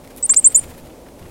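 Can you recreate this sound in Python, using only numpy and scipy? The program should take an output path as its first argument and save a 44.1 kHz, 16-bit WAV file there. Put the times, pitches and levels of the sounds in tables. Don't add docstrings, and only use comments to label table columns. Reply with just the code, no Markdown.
import sys
import numpy as np
from scipy import signal
from scipy.fft import rfft, irfft
from scipy.io import wavfile
from scipy.ndimage import uniform_filter1d

SR = 44100
rng = np.random.default_rng(int(sys.argv[2]) if len(sys.argv) > 2 else 0)


def transcribe(u):
    v = np.clip(np.atleast_2d(u).T, -1, 1)
    q = np.round(v * 32767).astype(np.int16)
    wavfile.write(sys.argv[1], SR, q)


N = 57330
T = np.arange(N) / SR
CUTOFF_HZ = 15900


def chirps():
    # time in seconds, pitch in Hz, relative level in dB.
    contours = [
        [(0.2258, 7120, -30.1), (0.2268, 7700, -22.0), (0.233, 7990, -15.5), (0.2407, 8110, -14.0),
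         (0.2467, 8940, -18.4), (0.2567, 8910, -16.2), (0.261, 9230, -18.5), (0.2632, 8840, -20.0),
         (0.2649, 7410, -29.2)],
        [(0.293, 7260, -16.3), (0.294, 7210, -11.8), (0.3012, 7250, -7.3), (0.3077, 7410, -7.5),
         (0.3132, 8130, -10.5), (0.3237, 8190, -10.7), (0.3287, 9150, -16.3), (0.3302, 8790, -19.3),
         (0.3312, 8480, -28.3)],
        [(0.3637, 7000, -17.0), (0.3647, 7010, -11.0), (0.3692, 7300, -6.2), (0.3739, 7660, -5.5),
         (0.3817, 8660, -11.5), (0.3861, 8360, -9.7), (0.3946, 8300, -11.6), (0.4001, 9240, -20.0),
         (0.4021, 8640, -27.5)],
        [(0.4438, 7250, -12.3), (0.4453, 7250, -7.9), (0.4498, 7280, -5.5), (0.4578, 7330, -6.8),
         (0.4627, 8310, -4.2), (0.4685, 8100, -3.0), (0.4752, 8420, -4.3), (0.4805, 9740, -14.4),
         (0.4847, 9710, -17.0), (0.4877, 9320, -22.1), (0.4889, 9120, -28.4)],
        [(0.5466, 7080, -14.1), (0.5476, 7100, -10.8), (0.5536, 7100, -6.4), (0.5606, 7170, -4.8),
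         (0.5668, 8660, -11.6), (0.5763, 8200, -9.6), (0.5783, 8290, -10.4), (0.5823, 9640, -16.5),
         (0.5848, 10030, -16.1), (0.5935, 9070, -15.0), (0.5975, 9080, -19.8), (0.5992, 8910, -28.9)],
    ]
    octaves_db = [-31, -26, -26.5, -29, -18.5]
    glide_s, waver_share, trim_db = .00037, .002, -.1
    calls = 0
    for rows, octave_db in zip(contours, octaves_db):
        hz, db = [uniform_filter1d(curve, int(glide_s * SR)) for curve in in_time(rows)]
        phase = wavering_phase(hz, waver_share, rate_hz=400)
        level = from_db(db + trim_db) * gate(rows)
        octave = from_db(octave_db) * level * np.sin(2 * phase)
        calls += np.sqrt(2) * level * (np.sin(phase) + octave)
    return calls


def squeaks():
    # time in seconds, pulse rate in Hz, level in dB, tilt in dB per octave.
    contours = [
        [(.2942, 1080, -32, -5.5), (.2975, 1143, -32, -4), (.299, 1798, -30.5, -4.5), (.3027, 1900, -30.5, 1),
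         (.304, 1900, -51.5, -2.5)],
        [(.3358, 950, -30, -3.5), (.338, 1250, -25, -3.5), (.3396, 1570, -29, -3.5), (.341, 2050, -24.5, 4),
         (.3434, 2214, -22.5, 1.5), (.3452, 2750, -18.5, 5.5), (.3475, 3800, -42, -2.5),
         (.3503, 5900, -35.5, -1)],
    ]
    # frequency in Hz, relative level in dB.
    voice_colour = [(900, -3.5), (2200, 0.5), (3300, -8.5), (4800, 2), (7000, -4.5), (9200, 4),
                    (11000, -14), (13000, -23.5), (16000, -28)]
    jitter_share, shimmer_db, hiss_db = .031, 3, -11.5
    calls = 0
    for rows in contours:
        hz, db, tilt = in_time(rows)
        phase = wavering_phase(hz, jitter_share, rate_hz=600)
        tone, power = 0, 1e-9
        for k in range(1, 13):
            gain = from_db(at_hz(voice_colour, k * hz) + tilt * np.log2(k)) * (k * hz < CUTOFF_HZ)
            tone += gain * np.sin(k * phase) * from_db(shimmer_db * drift(300))
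            power += gain ** 2 / 2
        hiss = from_db(hiss_db) * noise(voice_colour) * (1 + np.cos(phase))
        calls += from_db(db) * gate(rows) * (tone / np.sqrt(power) + hiss)
    return calls


def wings():
    # peak time in seconds, level in dB, half length in seconds,
    # tilt in dB per octave.
    wingbeats = [(0.047, -48, 0.0077, 0), (.076, -40.5, 0.0013, 0.5), (0.11, -45.5, 0.0053, -1.5),
                 (0.185, -45, .008, 0.5), (0.208, -48, 0.014, 7), (0.266, -45.5, 0.012, 5.5),
                 (0.393, -38, 0.0049, 4.5), (0.429, -45, .006, 2), (0.463, -41, 0.0081, 8),
                 (.511, -49, 0.013, 1), (0.526, -39.5, 0.0067, 2), (0.549, -32.5, 0.0014, 0),
                 (.571, -49, .005, -2), (0.592, -39.5, 0.008, 2.5), (0.621, -47, 0.0091, 0),
                 (0.64, -40, 0.0095, 1), (0.702, -46, 0.018, 1), (0.714, -48.5, 0.0059, -3),
                 (.746, -48.5, 0.0072, 0), (0.786, -47, 0.014, 1), (.862, -49.5, 0.015, 0.5),
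                 (.902, -48, 0.0058, -6.5), (1.068, -49.5, 0.0078, -7.5), (1.088, -47, 0.0024, -1.5),
                 (1.195, -48, .006, 1), (1.226, -48.5, .006, -5), (1.26, -47.5, 0.0066, -6)]
    # frequency in Hz, relative spectral density in dB.
    feather_colour = [(300, -16.5), (1000, 0), (2200, 2.5), (4000, -4), (6000, -6.5), (9000, -6.5),
                      (12000, -5.5), (16000, -10)]
    # time in seconds, level in dB.
    rustle_levels = [(0, -65), (.15, -55), (.45, -53), (.53, -49.5), (.65, -55), (.8, -58), (.95, -58.5),
                     (1.15, -69), (1.23, -59.5), (1.3, -53)]
    rustle_db, = in_time(rustle_levels)
    strokes = sum(swell(s, db, half) * noise(feather_colour, tilt) for s, db, half, tilt in wingbeats)
    grain = rms_one(from_db(2 * drift(rate_hz=500)))
    return grain * (strokes + from_db(rustle_db) * noise(feather_colour))


def whirr():
    # time in seconds, relative level in dB.
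    flight_levels = [(0, -50.5), (.42, -51.5), (.55, -45.5), (.65, -35.5), (.75, -42), (.86, -42),
                     (.95, -73), (1.16, -62.5), (1.22, -36.5), (1.3, -43)]
    # multiple of the wingbeat, relative level in dB.
    hum_partials = [(2, -6), (3, -0.5), (4, -4), (5, -10.5), (6, -4.5)]
    # frequency in Hz, relative spectral density in dB.
    draught_colour = [(20, -2), (45, -19.5), (78, -9), (120, -10), (200, -17), (400, -22), (1000, -26.5),
                      (4000, -47.5)]
    wingbeat_hz, flicker_db, hum_db, draught_db = 26.43, 2, -5, -4
    flight_db, = in_time(flight_levels)
    phase = wavering_phase(wingbeat_hz, share=.049, rate_hz=6)
    hum = 0
    for k, db in hum_partials:
        partial = np.sin(k * phase + rng.uniform(0, 2 * np.pi))
        hum += partial * from_db(db + flicker_db * drift(15))
    draught = from_db(draught_db) * noise(draught_colour)
    return from_db(flight_db) * (from_db(hum_db) * rms_one(hum) + draught)


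def claws():
    # start in seconds, level in dB, decay time in seconds.
    tick_times = [(0.1636, -25, .0005), (0.1724, -27.5, .0006), (0.176, -37, .009), (0.1819, -27.5, .0005),
                  (.78, -38, .001)]
    # frequency in Hz, relative spectral density in dB.
    tick_colour = [(1000, -15.5), (4000, -15), (8000, -5.5), (10000, 3.5), (13000, -0.5), (16000, -5)]
    ticks = sum(from_db(db) * (T >= s) * np.exp(-np.abs(T - s) / decay) for s, db, decay in tick_times)
    return ticks * noise(tick_colour)


def rasp():
    # peak time in seconds, level in dB, half length in seconds.
    rasp_times = [(0.2288, -38, .0012), (0.235, -51, 0.005), (.2575, -43.5, .0018)]
    # frequency in Hz, relative spectral density in dB.
    rasp_colour = [(2500, -37), (4200, -16.5), (5000, -7), (6300, -4), (8000, -5), (14000, -25.5)]
    return sum(swell(*row) for row in rasp_times) * noise(rasp_colour)


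def wood(birds):
    tail_db, tail_delay_s, t60_s = -30, .016, .34
    echo_db, echo_delay_s, echo_spread_s = -31, .043, .0069
    tail = rng.standard_normal(N) * from_db(-60 * T / t60_s) * (T > tail_delay_s)
    echo = rng.standard_normal(N) * swell(echo_delay_s, 0, echo_spread_s)
    response = (from_db(tail_db) * rms_one(tail) + from_db(echo_db) * rms_one(echo)) / np.sqrt(N)
    return signal.fftconvolve(birds, response)[:N]


def open_air(level_db=-41):
    # frequency in Hz, relative spectral density in dB.
    air_colour = [(20, -13), (45, 3.5), (100, -3), (190, -5.5), (255, 1.5), (320, -2), (430, -3.5),
                  (540, -1.5), (750, -8.5), (1000, -13.5), (1400, -22.5), (2500, -26), (5000, -28),
                  (10000, -27.5), (16000, -34)]
    return from_db(level_db) * noise(air_colour)


def from_db(db):
    return 10 ** (np.asarray(db) / 20)


def rms_one(x):
    return x / np.sqrt(np.mean(x ** 2) + 1e-20)


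def in_time(rows):
    times, *columns = np.transpose(rows)
    return [np.interp(T, times, column) for column in columns]


def at_hz(colour, hz):
    points_hz, db = np.transpose(colour)
    return np.interp(np.log(hz + 1), np.log(points_hz), db)


def noise(colour, tilt_db=0):
    hz = np.fft.rfftfreq(N, 1 / SR)
    gain = from_db(at_hz(colour, hz) + tilt_db * np.log2(1 + hz / 1000))
    return rms_one(irfft(rfft(rng.standard_normal(N)) * gain, N))


def drift(rate_hz):
    pole = np.exp(-2 * np.pi * rate_hz / SR)
    return rms_one(signal.lfilter([1], [1, -2 * pole, pole * pole], rng.standard_normal(2 * N))[N:])


def wavering_phase(hz, share, rate_hz):
    return 2 * np.pi * np.cumsum(hz * (1 + share * drift(rate_hz))) / SR


def gate(rows, edge_s=.001):
    inside_s = np.minimum(T - rows[0][0], rows[-1][0] - T)
    return np.sin(np.pi / 2 * np.clip(1 + inside_s / edge_s, 0, 1)) ** 2


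def swell(peak_s, db, half_s):
    return from_db(db) * np.exp(-.5 * np.minimum(((T - peak_s) / half_s) ** 2, 100))


def scene():
    birds = chirps() + squeaks() + wings() + whirr() + claws() + rasp()
    return (birds + wood(birds) + open_air())[None]


def record(dry):
    return signal.sosfilt(signal.ellip(10, .1, 70, CUTOFF_HZ, fs=SR, output="sos"), dry)


dry = scene()
out = record(dry)
transcribe(out)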